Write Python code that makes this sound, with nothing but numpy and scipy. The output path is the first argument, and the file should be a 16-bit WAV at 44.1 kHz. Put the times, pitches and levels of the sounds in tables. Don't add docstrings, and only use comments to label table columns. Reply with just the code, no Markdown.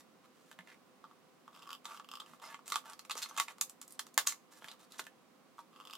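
import sys
import numpy as np
from scipy import signal
from scipy.fft import rfft, irfft, next_fast_len
from scipy.io import wavfile
from scipy.ndimage import uniform_filter1d

SR = 44100
rng = np.random.default_rng(int(sys.argv[2]) if len(sys.argv) > 2 else 0)


def put_to_file(sound):
    columns = np.atleast_2d(sound).T
    safe = np.clip(columns, -1, 1)
    whole_steps = np.round(safe * 32767)
    wavfile.write(sys.argv[1], SR, whole_steps.astype(np.int16))


N = 263277
RING_SAMPLES = 6000


def from_db(db):
    return 10 ** (np.asarray(db) / 20)


def unit(x):
    return x / np.sqrt(np.sum(x ** 2, axis=-1, keepdims=True) + 1e-20)


def at_hz(points, hz, axis=1):
    points = np.array(points)
    return np.interp(np.log(hz + 1e-9), np.log(points[:, 0]), points[:, axis])


def band(x, low_hz, high_hz, order=3):
    edges_hz = [low_hz, min(high_hz, SR / 2 - 1000)]
    return signal.sosfilt(signal.butter(order, edges_hz, "band", fs=SR, output="sos"), x + 1e-18)


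def stereo(mid, side, alike):
    alike = np.clip(alike, -1, 1)
    return np.sqrt((1 + alike) / 2) * mid + np.sqrt((1 - alike) / 2) * side * np.array([[1], [-1]])


def aimed(x, lag_samples=.82, scatter_samples=.48):
    size = next_fast_len(len(x))
    lag = lag_samples + scatter_samples * rng.standard_normal()
    turns = np.arange(size // 2 + 1) / size * lag
    left = irfft(rfft(x, size) * np.exp(-2j * np.pi * turns), size)
    return np.array([left[:len(x)], x])


def add(out, s, sound):
    start = min(max(round(s * SR), 0), N)
    out[:, start:start + len(sound)] += aimed(sound)[:, :N - start]


def ringing(modes):
    t = np.arange(RING_SAMPLES) / SR
    return sum(from_db(db - 60 * t / t60) * np.cos(2 * np.pi * hz * t) for hz, db, t60 in modes)


def panel(x, hz, lift_db, width):
    r = np.exp(-np.pi * width * hz / SR)
    peak = np.array([1, 0, -1]) * (1 - r * r) / 2
    ring = signal.lfilter(peak, [1, -2 * r * np.cos(2 * np.pi * hz / SR), r * r], x)
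    return x + (from_db(lift_db) - 1) * ring


PIVOT_HZ = 4400


def tilted(level_db, tilt_db, parts):
    power = np.abs(rfft(np.array(parts))) ** 2
    centre_hz = power @ np.linspace(0, SR / 2, power.shape[1]) / power.sum(axis=1)
    return level_db + tilt_db * np.log2(centre_hz / PIVOT_HZ)


SPLIT_HZ = 2300
LOWS, HIGHS = (signal.butter(5, SPLIT_HZ, kind, fs=SR, output="sos") for kind in ("low", "high"))


def burst(rise_ms):
    size = 1024
    age = np.arange(size) * 1000 / SR / max(rise_ms, .1)
    spectrum = rfft(rng.standard_normal(size) * age * np.exp(-age), 2 * size)
    smooth_power = uniform_filter1d(np.abs(spectrum) ** 2, size=15)
    flurry = unit(irfft(spectrum / np.sqrt(smooth_power + 1e-12))[:size])
    push = signal.unit_impulse(size, int(np.argmin(np.abs(age - 1)))) * rng.choice([-1, 1])
    jolt = signal.sosfilt(LOWS, push) + signal.sosfilt(HIGHS, flurry)
    return jolt * np.sqrt(SR / 1000)


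def strike(rise_ms, levels_db, parts):
    return signal.fftconvolve(burst(rise_ms), from_db(levels_db) @ np.array(parts))


SNAP_RISE_MS = 0.42
AFTER_GAP_S, AFTER_LOSS_DB, AFTER_OCTAVES = .007, 3, 0.37


def settling(s, hz, levels_db, parts, count=3):
    delays_s = np.cumsum(rng.exponential(AFTER_GAP_S, count))
    patches_hz = hz * 2 ** (AFTER_OCTAVES * rng.uniform(-1.4, 1, count))
    rows = []
    for k, (delay_s, patch_hz) in enumerate(zip(delays_s, patches_hz)):
        crackle = strike(SNAP_RISE_MS, levels_db - AFTER_LOSS_DB * k, parts)
        rows.append((s + delay_s, panel(crackle, patch_hz, lift_db=3.0, width=0.035)))
    return rows


# (frequency [Hz], level [dB], t60 [s])
HOLLOW_MODES = [(925, -11.5, 0.082), (1044, -14.5, 0.063), (1135.5, 0.5, 0.082), (1179, 1, 0.0352),
                (1249, -3, 0.056), (1294, -9.5, 0.06), (1410, -23, 0.12), (965, -3.5, 0.021)]
# (frequency [Hz], level [dB], t60 [s])
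WALL_MODES = [(1456, -24, 0.096), (1570, -26.5, 0.062), (1743, -20.5, 0.069), (1954, -29.5, 0.065),
              (2080, -31, 0.084), (2385, -29.5, 0.057)]


def bottle():
    push = signal.unit_impulse(RING_SAMPLES)
    thud = unit(band(push, 360, 630, order=1))
    hollow = band(ringing(HOLLOW_MODES), 600, 1500, order=2)
    wall_ring = band(ringing(WALL_MODES), 960, 5800, order=2)
    wall = unit(band(push, 1230, 3610) + from_db(-26.5) * wall_ring)
    crack = band(push, 3840, 8020)
    fizz = band(push, 9240, 14120)
    treble = unit(crack) + from_db(-4.0) * unit(fizz)
    return unit(np.array([thud, hollow, wall, crack, fizz, treble]))


# (frequency [Hz], level [dB], t60 [s])
SHELL_MODES = [(649, -11, 0.031), (924, -7.5, 0.074), (1360, -16, 0.029), (890, 14, 0.0029)]


def shell_ring():
    return unit(band(ringing(SHELL_MODES), 574, 1310, order=2))


# (frequency [Hz], density [dB per Hz, relative])
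RUSH_SPECTRUM = [(15, -69.5), (25, -44), (118, -18), (166, -5.5), (260, -3.5), (477, -9.5), (516, -3.5),
                 (573, -13), (786, -9), (851, -15.5), (1050, -9), (1690, -18.5), (1980, -18.5),
                 (3170, -21.5), (13500, -32.5)]
# (frequency [Hz], correlation [-1 to 1])
RUSH_LIKENESS = [(50, .2), (130, 0.332), (280, 0.26), (600, 0.54), (1200, 0.547), (3000, 0.095),
                 (10000, 0.11)]
# (frequency [Hz], level [dB])
HUM = [(224, -82.5), (255, -76), (511, -75.5)]


def background(rush_db, hum_db, waver):
    hz = np.arange(N // 2 + 1) * SR / N
    mid, side = rfft(rng.standard_normal((2, N))) * from_db(at_hz(RUSH_SPECTRUM, hz))
    rush = unit(irfft(stereo(mid, side, at_hz(RUSH_LIKENESS, hz)), N)) * np.sqrt(N)
    t = np.arange(N) / SR
    hum = 0
    for line_hz, db in HUM:
        wander = waver * np.cumsum(rng.standard_normal(N)) / np.sqrt(SR)
        hum = hum + from_db(db) * np.sqrt(2) * np.sin(2 * np.pi * line_hz * t + wander)
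    return from_db(rush_db) * rush + from_db(hum_db) * hum


# (start [s], end [s], level [dB], tilt [dB per octave], panel pitch [Hz])
RUBS = [(0, 0.011, -61.5, 1.5, 1670), (0.237, 0.262, -72, -2.5, 2060), (0.345, 0.516, -76.5, 2, 1540),
        (0.66, 0.749, -78, 0.5, 1930), (1.844, 1.857, -61, 1, 1410), (1.857, 1.95, -60.5, -1, 1410),
        (1.95, 1.98, -62.5, 1.5, 3200), (2.256, 2.367, -69, -0.5, 1870), (2.417, 2.535, -59.5, -1.5, 1890),
        (2.659, 2.71, -59, 2, 8600), (2.849, 2.939, -61, -1, 1715), (3.16, 3.265, -59.5, 0.5, 4300),
        (3.287, 3.301, -55.5, 1, 5230), (3.3, 3.367, -64.5, -0.5, 1500), (3.395, 3.44, -53.5, 3.5, 1670),
        (3.478, 3.524, -59, -1, 2155), (3.894, 3.959, -71.5, 5, 9300), (4.265, 4.33, -50.5, 4.5, 7230),
        (4.511, 4.596, -66, 2.5, 1502), (4.61, 4.744, -65.5, -0.5, 3280), (4.791, 4.853, -68.5, 1.5, 3910),
        (4.904, 4.983, -67.5, 1, 3890), (4.982, 5.006, -54.5, 4.5, 7000), (5.574, 5.615, -69.5, 2.5, 1527)]
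SQUEEZE_HISS_DB, SQUEEZE_HISS_TILT_DB = -29.5, -0.5
PATCH_S, PATCH_OCTAVES = .018, 0.242


def scrapes(parts, grains_per_s, spread_db, smooth_share, fade_s):
    out = np.zeros((2, N))
    sizes = from_db(spread_db * np.minimum(rng.exponential(1, N), 3)) * rng.choice([-1, 1], N)
    catches = unit(sizes * (rng.random(N) < grains_per_s / SR))
    friction = catches + smooth_share * unit(rng.standard_normal(N))
    t = np.arange(N) / SR
    closing_blades = [(start, end, db + SQUEEZE_HISS_DB, SQUEEZE_HISS_TILT_DB, BLADE_MODES[0][0])
                      for start, end, db, _ in SQUEEZES]
    for start, end, level_db, tilt_db, hz in RUBS + closing_blades:
        first = max(round((start - fade_s / 2) * SR), 0)
        during = slice(first, max(round((end + fade_s / 2) * SR), first + 2))
        to_edge_s = np.minimum(t[during] - start, end - t[during])
        pressure = np.clip(to_edge_s / fade_s + .5, 0, 1)
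        stroke = unit(friction[during] * pressure) * np.sqrt(pressure.sum())
        answer = from_db(tilted(level_db, tilt_db, parts)) @ np.array(parts)
        size = round(PATCH_S * SR)
        for at in range(0, len(stroke), size):
            rub = signal.fftconvolve(stroke[at:at + size], answer)
            patch_hz = hz * 2 ** (PATCH_OCTAVES * rng.uniform(-0.96, 1))
            add(out, (first + at) / SR, panel(rub, patch_hz, lift_db=11.5, width=0.03))
    return out


# (frequency [Hz], level [dB], t60 [s])
ROOM = [(199, -24.5, 0.18), (594, -5.5, 0.15), (1170, -5.5, 0.069), (2240, -1.5, 0.076), (4500, -3.5, 0.12),
        (8040, -2, 0.09), (15000, -1, 0.12)]
# (frequency [Hz], correlation [-1 to 1])
ROOM_LIKENESS = [(200, 0.36), (1000, 0.95), (2200, 0.13), (5000, 0.018), (12000, 0.029)]
SWAY_S = .9


def room(x, late_db, late_t60, build_s, count=4):
    t = np.arange(SR // 3) / SR
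    edges = np.geomspace(150, 17000, 15)
    answers = 0
    for low, high in zip(edges, edges[1:]):
        hz = np.sqrt(low * high)
        decay = from_db(-60 * t / at_hz(ROOM, hz, axis=2)) + from_db(late_db - 60 * t / late_t60)
        envelope = decay * (1 - np.exp(-t / build_s))
        mid, side = unit(band(rng.standard_normal((2, count, 1, len(t))) * envelope, low, high))
        gain = from_db(at_hz(ROOM, hz)) * np.sqrt(2 * (high - low) / SR)
        answers = answers + gain * stereo(mid, side, at_hz(ROOM_LIKENESS, hz))
    sway = np.arange(N) / SR / SWAY_S
    out = 0
    for k, answer in enumerate(answers):
        share = np.maximum(np.cos(2 * np.pi * (sway - k / count)), 0)
        out = out + signal.oaconvolve((x * share)[None], answer, axes=1)[:, :N]
    return out


# (time [s], level [dB], tilt [dB per octave], panel pitch [Hz])
KNOCKS = [(0.5136, -39.5, 2, 1600), (0.527, -49.5, 6, 3300), (0.5885, -40, -0.5, 1760),
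          (0.607, -50, 0.5, 2150), (0.673, -46.5, 1.5, 1930), (0.688, -56, 3, 2900), (0.699, -50, 1, 2000),
          (0.744, -53, 2, 2300), (4.621, -50, -4, 1490), (4.6431, -36.5, 2.5, 1670), (4.684, -36, 3, 3620),
          (4.7145, -38, 4.5, 3955), (4.9208, -45.5, 12.5, 3760), (4.943, -45.5, 2.5, 1720),
          (4.993, -27.5, 0.5, 1460), (4.997, -30.5, 7, 3350), (5.0666, -37.5, 2.5, 1740),
          (5.591, -58, -8, 953)]


def knocks(thud, wall, treble, rise_ms, shell_db, settle_db):
    out = np.zeros((2, N))
    parts = [thud, from_db(shell_db) * shell_ring(), wall, treble]
    for s, level_db, tilt_db, hz in KNOCKS:
        levels_db = tilted(level_db, tilt_db, parts)
        add(out, s, panel(strike(rise_ms, levels_db, parts), hz, lift_db=12.5, width=0.13))
        for later_s, rattle in settling(s, hz, levels_db[2:] + settle_db, parts[2:]):
            add(out, later_s, rattle)
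    return out


def pings(table):
    out = np.zeros((2, N))
    for s, hz, db, t60 in table:
        add(out, s, band(ringing([(hz, db, t60)]), hz / 2, hz * 2, order=2))
    return out


# (time [s], frequency [Hz], level [dB], t60 [s])
BUMPS = [(0.59, 185, -54, 0.15), (2.305, 159, -63, 0.11), (3.155, 476, -38.5, 0.014),
         (4.646, 184, -51, 0.026), (4.996, 390, -46.5, 0.033)]


def bumps():
    return pings(BUMPS)


# (start [s], end [s], level [dB], frequency [Hz], width [Hz])
RASPS = [(0.668, 0.738, -64, 1980, 800), (2.431, 2.486, -61.5, 5070, 300), (2.485, 2.563, -65, 1900, 600),
         (4.268, 4.284, -38, 6700, 800)]


def rasps(catches_per_s, spread_db):
    out = np.zeros((2, N))
    for start, end, level_db, hz, width_hz in RASPS:
        chance = rng.random(RING_SAMPLES)
        size_db = spread_db * rng.standard_normal(RING_SAMPLES)
        progress = np.minimum(np.arange(RING_SAMPLES) / SR / (end - start), 1)
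        swell = np.sqrt(progress * (1 - progress))
        catches = from_db(size_db) * (chance < catches_per_s / SR) * swell
        rasp = unit(band(catches, hz - width_hz / 2, hz + width_hz / 2, order=1))
        add(out, start, from_db(level_db) * np.sqrt((end - start) * SR) * rasp)
    return out


# (frequency [Hz], level [dB], width [Hz])
BLADE_MODES = [(3050, -1, 680), (4925, -6, 640), (7600, -9.5, 2000), (12000, -10, 4300)]


def blade_edge(edge_hz, pitch_scatter, scatter_db=1.5):
    push, out = signal.unit_impulse(RING_SAMPLES), 0
    pitches = [edge_hz] + [hz for hz, _, _ in BLADE_MODES[1:]]
    for hz, (_, db, width_hz) in zip(pitches, BLADE_MODES):
        centre_hz = hz * np.exp(pitch_scatter * rng.standard_normal())
        mode = unit(band(push, centre_hz - width_hz / 2, centre_hz + width_hz / 2, order=2))
        out = out + from_db(db + scatter_db * rng.standard_normal()) * mode
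    return unit(out)


# (time [s], level [dB])
TAPS = [(1.04, -43.5), (1.05, -47.5), (1.111, -52), (1.4778, -44), (2.334, -47.5), (2.438, -42.5),
        (2.5904, -47), (2.8393, -52.5), (3.101, -40.5), (3.31, -42.5), (4.2521, -50), (5.5812, -46.5),
        (5.589, -42.5)]


def taps(hollow, blade_db, rise_ms):
    out = np.zeros((2, N))
    for s, db in TAPS:
        parts = [hollow, blade_edge(BLADE_MODES[0][0], pitch_scatter=0.1)]
        add(out, s, strike(rise_ms, [db, db + blade_db], parts))
    return out


# (start [s], end [s], last slip level [dB], swell [dB])
SQUEEZES = [(1.528, 1.758, -44, 7), (2.12, 2.25, -52, 2), (5.729, 5.97, -52.5, 2)]
SLIPS_PER_S, SLIP_JITTER, SLIP_SCATTER_DB, SLIP_OCTAVES = 80, 0.35, 2, 0.15
SMALL_EDGE_DB = -10


def small_slips(count=24):
    rows = []
    for start, end, last_db, swell_db in SQUEEZES:
        late, stronger, tauter = rng.uniform(-1, 1, (3, count))
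        times = start + (np.arange(count) + SLIP_JITTER * late) / SLIPS_PER_S
        pressure_db = last_db - swell_db * (end - times) / (end - start)
        levels_db = pressure_db + SLIP_SCATTER_DB * stronger
        edges_hz = BLADE_MODES[0][0] * 2 ** (SLIP_OCTAVES * tauter)
        for s, db, hz in zip(times, levels_db, edges_hz):
            if s < end:
                rows.append((s, db + SMALL_EDGE_DB, db, hz))
    return rows


MAIN_AIR_HZ, MAIN_AIR_T60_S, AIR_LOSS_DB_PER_OCTAVE = 1153, .055, 17


def air_ring(scatter_db, main_db=1.0):
    modes = []
    for hz, db, t60 in HOLLOW_MODES:
        loss_db = AIR_LOSS_DB_PER_OCTAVE * abs(np.log2(hz / MAIN_AIR_HZ))
        modes.append((hz, db - loss_db + scatter_db * rng.standard_normal(), t60))
    modes.append((MAIN_AIR_HZ, main_db, MAIN_AIR_T60_S))
    return unit(band(ringing(modes), 680, 1590, order=2))


# (time [s], edge level [dB], air level [dB], edge pitch [Hz])
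SLIPS = [(1.548, -54, -52, 3000), (1.561, -54, -54, 2750), (1.573, -56, -51, 3130),
         (1.5923, -54, -54, 3500), (1.6223, -50, -51, 2920), (1.63, -50, -52, 3170),
         (1.6731, -50, -43, 2560), (1.691, -46.5, -36, 3150), (1.7043, -40, -35.5, 3080),
         (1.7144, -49, -39, 3100), (1.7295, -37.5, -38, 3150), (1.7496, -47, -41.5, 3070),
         (1.908, -55, -37, 2600), (1.918, -53, -41, 2400), (1.9652, -53, -44, 3380),
         (1.9735, -48.5, -43, 3100), (2.0446, -53, -48.5, 3140), (2.0877, -45, -44, 3100),
         (2.114, -39.5, -41, 3070), (2.129, -56, -43, 3100), (2.1366, -43, -35.5, 3170),
         (2.1536, -40.5, -46, 3210), (2.1711, -48, -42, 3150), (2.1995, -42, -42, 3600),
         (2.2023, -40, -40, 3300), (2.2177, -53, -40, 3330), (2.2613, -52.5, -49, 2890),
         (2.398, -55.5, -51, 3240), (5.7605, -53.5, -47, 3130), (5.8, -51, -40, 2970),
         (5.8095, -53, -44, 3100), (5.8515, -48.5, -47, 3190), (5.8718, -44.5, -46.5, 3160),
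         (5.8976, -49, -44, 2750), (5.9086, -44.5, -46, 3380), (5.929, -46, -50, 2830),
         (5.9338, -39.5, -40, 3170), (5.9523, -42, -45, 3340)]


def cuts(rocking, air_db, blade_db, rise_ms):
    out = np.zeros((2, N))
    for s, edge_db, ring_db, edge_hz in SLIPS + small_slips():
        parts = [air_ring(scatter_db=2.5) + rocking, blade_edge(edge_hz, pitch_scatter=0.024)]
        add(out, s, strike(rise_ms, [ring_db + air_db, edge_db + blade_db], parts))
    return out


# (time [s], level [dB], tilt [dB per octave], panel pitch [Hz], extra level for the air inside [dB])
SNAPS = [(1.8546, -38, -1.5, 3620, -1.5), (1.9454, -51.5, -1.5, 1491, 4.5), (1.9974, -47.5, -4.5, 1790, 0),
         (2.5438, -43, -5, 2030, -4), (2.6789, -42.5, 5, 8000, -2), (2.7012, -40, 4, 3220, 4),
         (2.7203, -35, -2.5, 4920, 0), (2.7215, -30.5, 0, 4050, 1), (2.7415, -36.5, 0, 4180, 1.5),
         (2.7573, -28, 0.5, 3370, 6), (2.898, -47, 2, 9020, 7), (2.933, -47, 1, 4900, 2.5),
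         (2.9928, -43, 1.5, 4400, -1), (3.0501, -50, 2.5, 2360, 5), (3.0969, -38, -2, 2400, 0),
         (3.109, -32, -1.5, 4430, -4.5), (3.1151, -33.5, -1, 3700, -5.5), (3.1533, -42.5, -0.5, 2170, 0.5),
         (3.1678, -44.5, 1, 5800, 5), (3.172, -43.5, 0.5, 6200, 4.5), (3.1773, -41.5, 7, 5520, 7),
         (3.1913, -46, 4, 6200, -1), (3.219, -39.5, 1, 3700, -10), (3.239, -39.5, 0, 4180, -10),
         (3.259, -46.5, -3, 2100, -1.5), (3.3652, -42, 0, 3130, 3), (3.3755, -35.5, 0.5, 7060, 2),
         (3.378, -34.5, -1.5, 1755, -0.5), (3.3825, -37, 1.5, 7200, 5), (3.399, -22.5, 1.5, 2000, 3),
         (3.405, -34.5, -1, 3740, -7), (3.4822, -40.5, -2.5, 2270, -5.5), (3.583, -53, 2, 2020, 6.5),
         (3.6119, -26, 5.5, 6860, 2.5), (3.6962, -47.5, 6.5, 7660, 5), (3.815, -44, 4.5, 7300, 3),
         (3.827, -49.5, 3, 7540, -4), (3.8788, -55.5, 8.5, 7760, 3), (3.907, -60, 10.5, 9500, 0),
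         (3.923, -57, 11.5, 9000, 0), (3.9932, -29, 0.5, 1850, -6), (4.067, -48, 1.5, 2180, 1.5),
         (4.142, -54.5, 6.5, 7100, -2), (4.2697, -31, 2, 2860, -1.5), (4.272, -24, 4.5, 6550, 0),
         (4.3225, -41, 0, 2123, -0.5)]


def snaps(parts, swell_db, swell_ms, settle_db):
    out = np.zeros((2, N))
    for s, level_db, tilt_db, hz, air_db in SNAPS:
        levels_db = tilted(level_db, tilt_db, parts)
        levels_db[0] += air_db
        swell = from_db(swell_db) * strike(swell_ms, levels_db[1:], parts[1:])
        add(out, s - 2 * swell_ms / 1000, swell)
        add(out, s, panel(strike(SNAP_RISE_MS, levels_db, parts), hz, lift_db=9.5, width=0.12))
        for later_s, crackle in settling(s, hz, levels_db[1:] + settle_db, parts[1:]):
            add(out, later_s, crackle)
    return out


# (start [s], end [s], level [dB], tilt [dB per octave], panel pitch [Hz])
CRACK_RUNS = [(3.175, 3.198, -48.5, 0, 6150), (3.221, 3.234, -40, 4, 4050), (3.236, 3.249, -59, 0, 4300),
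              (3.373, 3.389, -42, -2.5, 3020), (4.178, 4.2, -38, 2, 4100), (4.279, 4.309, -44.5, 4, 7500)]
CRACKS_PER_S, CRACK_SCATTER_DB, CRACK_OCTAVES = 420, -2.5, 0.28


def crack_runs(parts, rise_ms, count=24):
    out = np.zeros((2, N))
    for start, end, level_db, tilt_db, hz in CRACK_RUNS:
        late, stronger, higher = rng.uniform(-1, 1, (3, count))
        times = start + (np.arange(count) + .5 + .5 * late) / CRACKS_PER_S
        grains = zip(times[times < end], CRACK_SCATTER_DB * stronger, CRACK_OCTAVES * higher)
        for s, extra_db, octaves in grains:
            swell = np.sqrt(np.sin(np.pi * (s - start) / (end - start)))
            crack = swell * strike(rise_ms, tilted(level_db + extra_db, tilt_db, parts), parts)
            add(out, s, panel(crack, hz * 2 ** octaves, lift_db=9.0, width=0.069))
    return out


# (time [s], frequency [Hz], level [dB], t60 [s])
STEEL_RINGS = [(3.226, 4250, -44, .09), (3.229, 4560, -52, 0.11), (4.686, 4780, -55, .09),
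               (4.706, 3990, -53, 0.064)]


def steel():
    return pings(STEEL_RINGS)


SNIP_S, SNIP_DB = 4.1777, -16.5
# (frequency [Hz], level [dB], t60 [s])
SNIP_MODES = [(1155, -7, 0.006), (1600, -1, 0.007), (3000, -4.5, 0.0023), (4150, -1, 0.0033),
              (6100, 0.5, .002), (7300, 2.5, 0.0033), (11500, 0, .0007)]
SNIP_BOUNCE_S, SNIP_BOUNCE_DB = .0003, -3


def snip(body, air_db, wall_db, settle_db):
    out = np.zeros((2, N))
    crack = unit(band(ringing(SNIP_MODES), 450, 16000, order=2))
    wall = unit(band(ringing(WALL_MODES), 1000, 3000, order=2))
    shut = crack + from_db(air_db) * body + from_db(wall_db) * wall
    add(out, SNIP_S, from_db(SNIP_DB) * np.sqrt(SR / 1000) * shut)
    add(out, SNIP_S + SNIP_BOUNCE_S, strike(SNAP_RISE_MS / 2, [SNIP_DB + SNIP_BOUNCE_DB], [crack]))
    for later_s, crackle in settling(SNIP_S, PIVOT_HZ, np.array([SNIP_DB + settle_db]), [crack]):
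        add(out, later_s, crackle)
    return out


def scene():
    thud, hollow, wall, crack, fizz, treble = bottle()
    rocking = from_db(-20.5) * thud
    body = hollow + rocking
    still_air = background(rush_db=-65.0, hum_db=-4.5, waver=3.91) * from_db([[-1.4], [1.2]])

    slide_parts = [body, from_db(-1.5) * shell_ring(), from_db(-1.5) * wall, treble]
    sliding = from_db(-2.5) * scrapes(slide_parts, grains_per_s=520, spread_db=3.5,
                                      smooth_share=0.68, fade_s=0.008)
    clacking = knocks(from_db(-23.5) * thud, from_db(-7) * wall, from_db(-13) * treble,
                      rise_ms=0.6, shell_db=-7.0, settle_db=-14.5)
    handling = from_db(-1.0) * (clacking + bumps())
    rasping = rasps(catches_per_s=600, spread_db=5.0)
    tapping = taps(from_db(2.0) * body, blade_db=-14.0, rise_ms=0.82)
    cutting = cuts(rocking, air_db=-2.3, blade_db=-0.5, rise_ms=0.45)
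    snap_parts = [from_db(4.0) * body, from_db(-1.0) * wall, crack, from_db(-6) * fizz]
    buckling = from_db(-3.5) * snaps(snap_parts, swell_db=-8.5, swell_ms=0.9, settle_db=-17.0)
    crack_parts = [from_db(-2) * body, from_db(2.0) * wall, crack, from_db(-10.5) * fizz]
    crackling = from_db(-1.0) * crack_runs(crack_parts, rise_ms=0.2) + steel()
    shutting = snip(body, air_db=-8.0, wall_db=-14.0, settle_db=-20.5)

    direct = sliding + handling + rasping + tapping + cutting + buckling + crackling + shutting
    sound = direct + room(direct[1], late_db=-19.5, late_t60=0.26, build_s=0.00032)
    return sound * from_db([[-.9], [.9]]) + still_air


CUTOFF_HZ = 16200


def record(dry):
    return signal.sosfilt(signal.ellip(10, .1, 80, CUTOFF_HZ, fs=SR, output="sos"), dry)


dry = scene()
out = record(dry)
put_to_file(out)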